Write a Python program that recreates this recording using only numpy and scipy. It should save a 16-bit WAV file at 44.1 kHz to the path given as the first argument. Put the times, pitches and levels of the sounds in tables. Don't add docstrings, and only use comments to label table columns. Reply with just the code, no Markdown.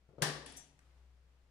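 import sys
import numpy as np
from scipy import signal
from scipy.fft import rfft, irfft
from scipy.io import wavfile

SR = 44100
rng = np.random.default_rng(int(sys.argv[2]) if len(sys.argv) > 2 else 0)


def transcribe(signal):
    frames = np.atleast_2d(signal).T
    limited = np.clip(frames, -1, 1)
    pcm = np.round(limited * 32767).astype(np.int16)
    wavfile.write(sys.argv[1], SR, pcm)


N = 66150

# freq_hz, left_minus_right_db
SOURCE_LEFT_DB = [(60, 5), (150, 6.5), (1000, 7.5), (4000, 4.5), (8000, 10), (15000, 6)]
BACKGROUND_LEFT_DB = 3
ALIKE_HZ = 800
SOFT_RISE_S, HARD_RISE_S = .0014, .0003
ECHO_SIZE = 2 ** 15


def undb(db):
    return 10 ** (np.asarray(db) / 20)


def clock():
    return np.arange(N) / SR


def decay(t, t60):
    return np.exp(-np.log(1000) * t / t60)


def onset(t, rise_s):
    return 1 - np.exp(-(t / rise_s) ** 2)


def at(table, hz):
    freq, value = np.array(table, float).T
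    return np.interp(np.log(np.maximum(hz, 1)), np.log(freq), value)


def level_curve(table, offset_db=0):
    time_s, level_db = np.array(table).T
    return undb(offset_db + np.interp(clock(), time_s, level_db))


def lean(db):
    return undb(np.array([[1], [-1]]) * db / 2)


def noise(colour, left_db=None, size=N):
    freq = np.arange(size // 2 + 1) * SR / size
    if left_db is None:
        left_db = at(SOURCE_LEFT_DB, freq)
    mid, side = rfft(rng.standard_normal((2, size)))
    mid, side = mid / abs(mid), side / abs(side)
    alike = 1 / (1 + (freq / ALIKE_HZ) ** 2)
    pair = np.sqrt(1 + alike) * mid + np.sqrt(1 - alike) * side * np.array([[1], [-1]])
    gain = undb(at(colour, freq))
    gain = gain * size / (2 * np.linalg.norm(gain))
    return irfft(pair * gain * lean(left_db), size)


def room_tail(colour):
    # freq_hz, t60_s
    room_t60 = [(120, 0.3), (300, 0.88), (1000, .6), (2500, 0.56), (5000, 0.58), (9000, 0.35),
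                (15000, 0.17)]
    treble_db, build_s = -1, 0.0052
    t = clock()[:ECHO_SIZE]
    freq = np.arange(ECHO_SIZE // 2 + 1) * SR / ECHO_SIZE
    spectrum = rfft(noise(colour, size=ECHO_SIZE)) * undb(treble_db * freq / 10000)
    centres = 125 * 2. ** np.arange(8)
    out = 0
    for hz, pick in zip(centres, np.eye(len(centres))):
        band = irfft(spectrum * at(np.c_[centres, pick], freq))
        out = out + band * decay(t, at(room_t60, hz))
    return out * (1 - np.exp(-t / build_s))


def add(out, sound, start):
    i = int(start * SR)
    out[:, i:i + sound.shape[1]] += sound[:, :N - i]


def blows(rows, colour, db, t60, room_db, rise):
    out = np.zeros((2, N))
    t = clock()[:ECHO_SIZE // 8]
    envelope = onset(t, rise) * decay(t, t60)
    for start, size_db in rows:
        direct = envelope * noise(colour, size=len(t))
        add(out, undb(db + size_db) * direct, start)
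        add(out, undb(db + size_db + room_db) * room_tail(colour), start)
    return out


def slow_chance(t, hz):
    steps = rng.standard_normal((2, 256, 2)) @ np.array([1, 1j]) / np.sqrt(2)
    return np.array([np.interp(t * hz, np.arange(len(row)), row) for row in steps])


def ring(modes, waver):
    waver_hz = 39.6
    out = np.zeros((2, N))
    for hz, db, t60 in modes:
        t = clock()[:int(t60 * SR)]
        phase = (2 * rng.random() - 1) * min(hz / ALIKE_HZ, np.pi)
        skew = np.exp(1j * phase * np.array([[0], [1]]))
        tone = np.exp(2j * np.pi * hz * t) * decay(t, t60)
        tone = tone * (skew + waver * slow_chance(t, waver_hz))
        add(out, undb(db) * lean(at(SOURCE_LEFT_DB, hz)) * tone.imag, 0)
    return out * onset(clock(), HARD_RISE_S)


def room_tone():
    # time_s, level_db
    hum_level = [(0, -69.5), (.08, -70.5), (.12, -73), (.22, -62), (.28, -79), (.35, -62.5), (.59, -65.5),
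                 (.63, -75.5), (.74, -71), (.86, -66), (1.03, -60.5), (1.5, -70)]
    # freq_hz, level_db
    air_colour = [(20, 0.5), (45, -3), (100, -3), (160, -5.5), (250, -15.5), (500, -14.5), (1000, -22.5),
                  (2000, -24.5), (4000, -29), (8000, -35), (15000, -48)]
    hum_hz, hum_db, air_db = 62.9, -0.5, -75
    sine = np.sqrt(2) * np.sin(2 * np.pi * hum_hz * clock())
    hum = sine * level_curve(hum_level, hum_db)
    air = undb(air_db) * noise(air_colour, BACKGROUND_LEFT_DB)
    return hum * lean(at(SOURCE_LEFT_DB, hum_hz)) + air


def rustle():
    # time_s, level_db
    rustle_level = [(0, -83), (0.751, -80), (.83, -76), (.97, -75.5), (1.099, -79), (1.5, -80)]
    # freq_hz, level_db
    rustle_colour = [(200, 3), (1400, 1), (2500, -2), (5000, -8), (9500, -15), (14000, -23.5)]
    return noise(rustle_colour, BACKGROUND_LEFT_DB) * level_curve(rustle_level)


def ward_knocks():
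    # start_s, level_db
    knock_rows = [(0.0885, -12.5), (0.103, -23.5), (0.131, -17), (0.1815, -0.5), (0.195, -9.5),
                  (0.214, 7.5)]
    # freq_hz, level_db
    knock_colour = [(60, -23), (140, 9.5), (200, -11.5), (380, 0), (570, -1), (950, -17.5), (1400, -14),
                    (1600, -27), (4000, -34), (12000, -55)]
    return blows(knock_rows, knock_colour, db=-47, t60=0.063, room_db=-5.5, rise=SOFT_RISE_S)


def bolt():
    # start_s, level_db
    bolt_rows = [(0.2205, -1), (0.2224, -1), (0.2274, -2), (0.2344, -10)]
    # freq_hz, level_db
    bolt_colour = [(70, -21), (200, -8.5), (390, -4), (480, -6), (800, -4.5), (1000, -3), (1170, -1.5),
                   (1330, -8.5), (1780, 2), (2400, -9), (2900, -5.5), (3500, -6), (4700, -5.5),
                   (5500, -5.5), (6600, -10.5), (8400, -11), (9600, -6.5), (10500, -16.5), (15000, -19.5)]
    # freq_hz, level_db, t60_s
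    door_modes = [(136, 0, .18), (149.5, -3, .52), (166, -5, .2), (279, -18.5, .75), (383, -9, .42),
                  (435, -11, .48), (588, -14, .62), (618, -15, .35), (667, -14, .45), (793, -11, .36),
                  (1030, -17, .45), (1150, -12, .42)]
    # freq_hz, level_db, t60_s
    lock_modes = [(1557, 0, .45), (1770, 2, .36), (1864, 0, .42), (2950, -4, .35), (3289, -7, .35),
                  (4048, -5, .4), (4592, -6, .45), (4803, -4, .35), (4912, -6, .4), (5051, -6, .38),
                  (5313, -7, .36), (5456, -3, .38), (9184, -8, .3), (9565, -4, .34)]
    # freq_hz, level_db, t60_s
    boom_modes = [(148.23, -57, 1.9)]
    door_db, door_swell_s, door_waver = -34, .005, .2
    lock_db, lock_waver = -45.5, .45
    out = blows(bolt_rows, bolt_colour, db=-28.5, t60=0.047, room_db=-8, rise=HARD_RISE_S)
    door = undb(door_db) * ring(door_modes, door_waver) * (1 - np.exp(-clock() / door_swell_s))
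    lock = undb(lock_db) * ring(lock_modes, lock_waver)
    door_boom = ring(boom_modes, door_waver)
    add(out, door + lock + door_boom, bolt_rows[0][0])
    return out


def key_clicks():
    # start_s, level_db
    click_rows = [(0.461, -0.5), (0.4625, 0), (0.5215, -3)]
    # freq_hz, level_db
    click_colour = [(300, -40), (1200, 2.5), (3000, 3), (5300, -19), (6200, -21), (7500, 6), (8600, -1.5),
                    (9800, 11), (11300, -11.5), (12300, -26), (15000, -32)]
    return blows(click_rows, click_colour, db=-47, t60=0.024, room_db=-13.5, rise=HARD_RISE_S)


def case_rubs():
    # start_s, level_db
    rub_rows = [(0.4625, 2.5), (0.483, -9), (0.499, -5), (0.535, -5.5), (0.552, -13.5), (0.58, -9.5)]
    # freq_hz, level_db
    rub_colour = [(120, 2), (220, 2.5), (278, 5), (350, -16), (750, 1), (1200, -12.5), (1800, -4),
                  (2600, -3.5), (3400, -3), (4000, -6), (5500, -2.5), (7000, -9), (14000, -38)]
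    # freq_hz, level_db, t60_s
    case_modes = [(277, 0, .42), (740, -7, .35), (1830, -6, .25), (3375, 0, .28), (3540, -2, .25),
                  (4694, -5, .25)]
    ring_db, case_waver = -62, 0.83
    out = blows(rub_rows, rub_colour, db=-51, t60=0.032, room_db=-6.5, rise=SOFT_RISE_S)
    for start, db in rub_rows:
        add(out, undb(ring_db + db) * ring(case_modes, case_waver), start)
    return out


def key_skid():
    # start_s, level_db
    skid_rows = [(0.5649, -5.5), (0.5702, 0), (0.573, -6)]
    # freq_hz, level_db
    skid_colour = [(1000, -23), (5400, -24), (5900, -0.5), (6700, -6), (7500, -3), (8700, -6.5), (9800, 1),
                   (11500, -13), (13500, -14), (15000, -24)]
    # freq_hz, level_db, t60_s
    key_modes = [(5905, 1, .38), (6060, -3, .32), (6330, -8, .28), (7120, -5, .33), (7472, 1, .26),
                 (8263, -7, .3), (9308, -8, .27), (10170, -8, .21)]
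    ring_db, key_waver = -64, 2.07
    out = blows(skid_rows, skid_colour, db=-48.5, t60=0.053, room_db=-12.5, rise=HARD_RISE_S)
    add(out, undb(ring_db) * ring(key_modes, key_waver), skid_rows[1][0])
    return out


def hand_taps():
    # start_s, level_db
    tap_rows = [(0.791, 4.5), (0.794, -5)]
    # freq_hz, level_db
    tap_colour = [(200, 0), (700, -17), (1200, 3), (1600, 1), (2000, 3), (3300, -14), (5000, -9),
                  (9800, -8), (15000, -40)]
    return blows(tap_rows, tap_colour, db=-60.5, t60=0.012, room_db=-20.5, rise=HARD_RISE_S)


def scene():
    background = room_tone() + rustle()
    turning = ward_knocks() + bolt()
    withdrawal = key_clicks() + case_rubs() + key_skid()
    return background + turning + withdrawal + hand_taps()


def record(dry):
    top_hz, ripple_db, stop_db = 15400, .2, 70
    low_pass = signal.ellip(8, ripple_db, stop_db, top_hz, fs=SR, output="sos")
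    return signal.sosfilt(low_pass, dry)


dry = scene()
out = record(dry)
transcribe(out)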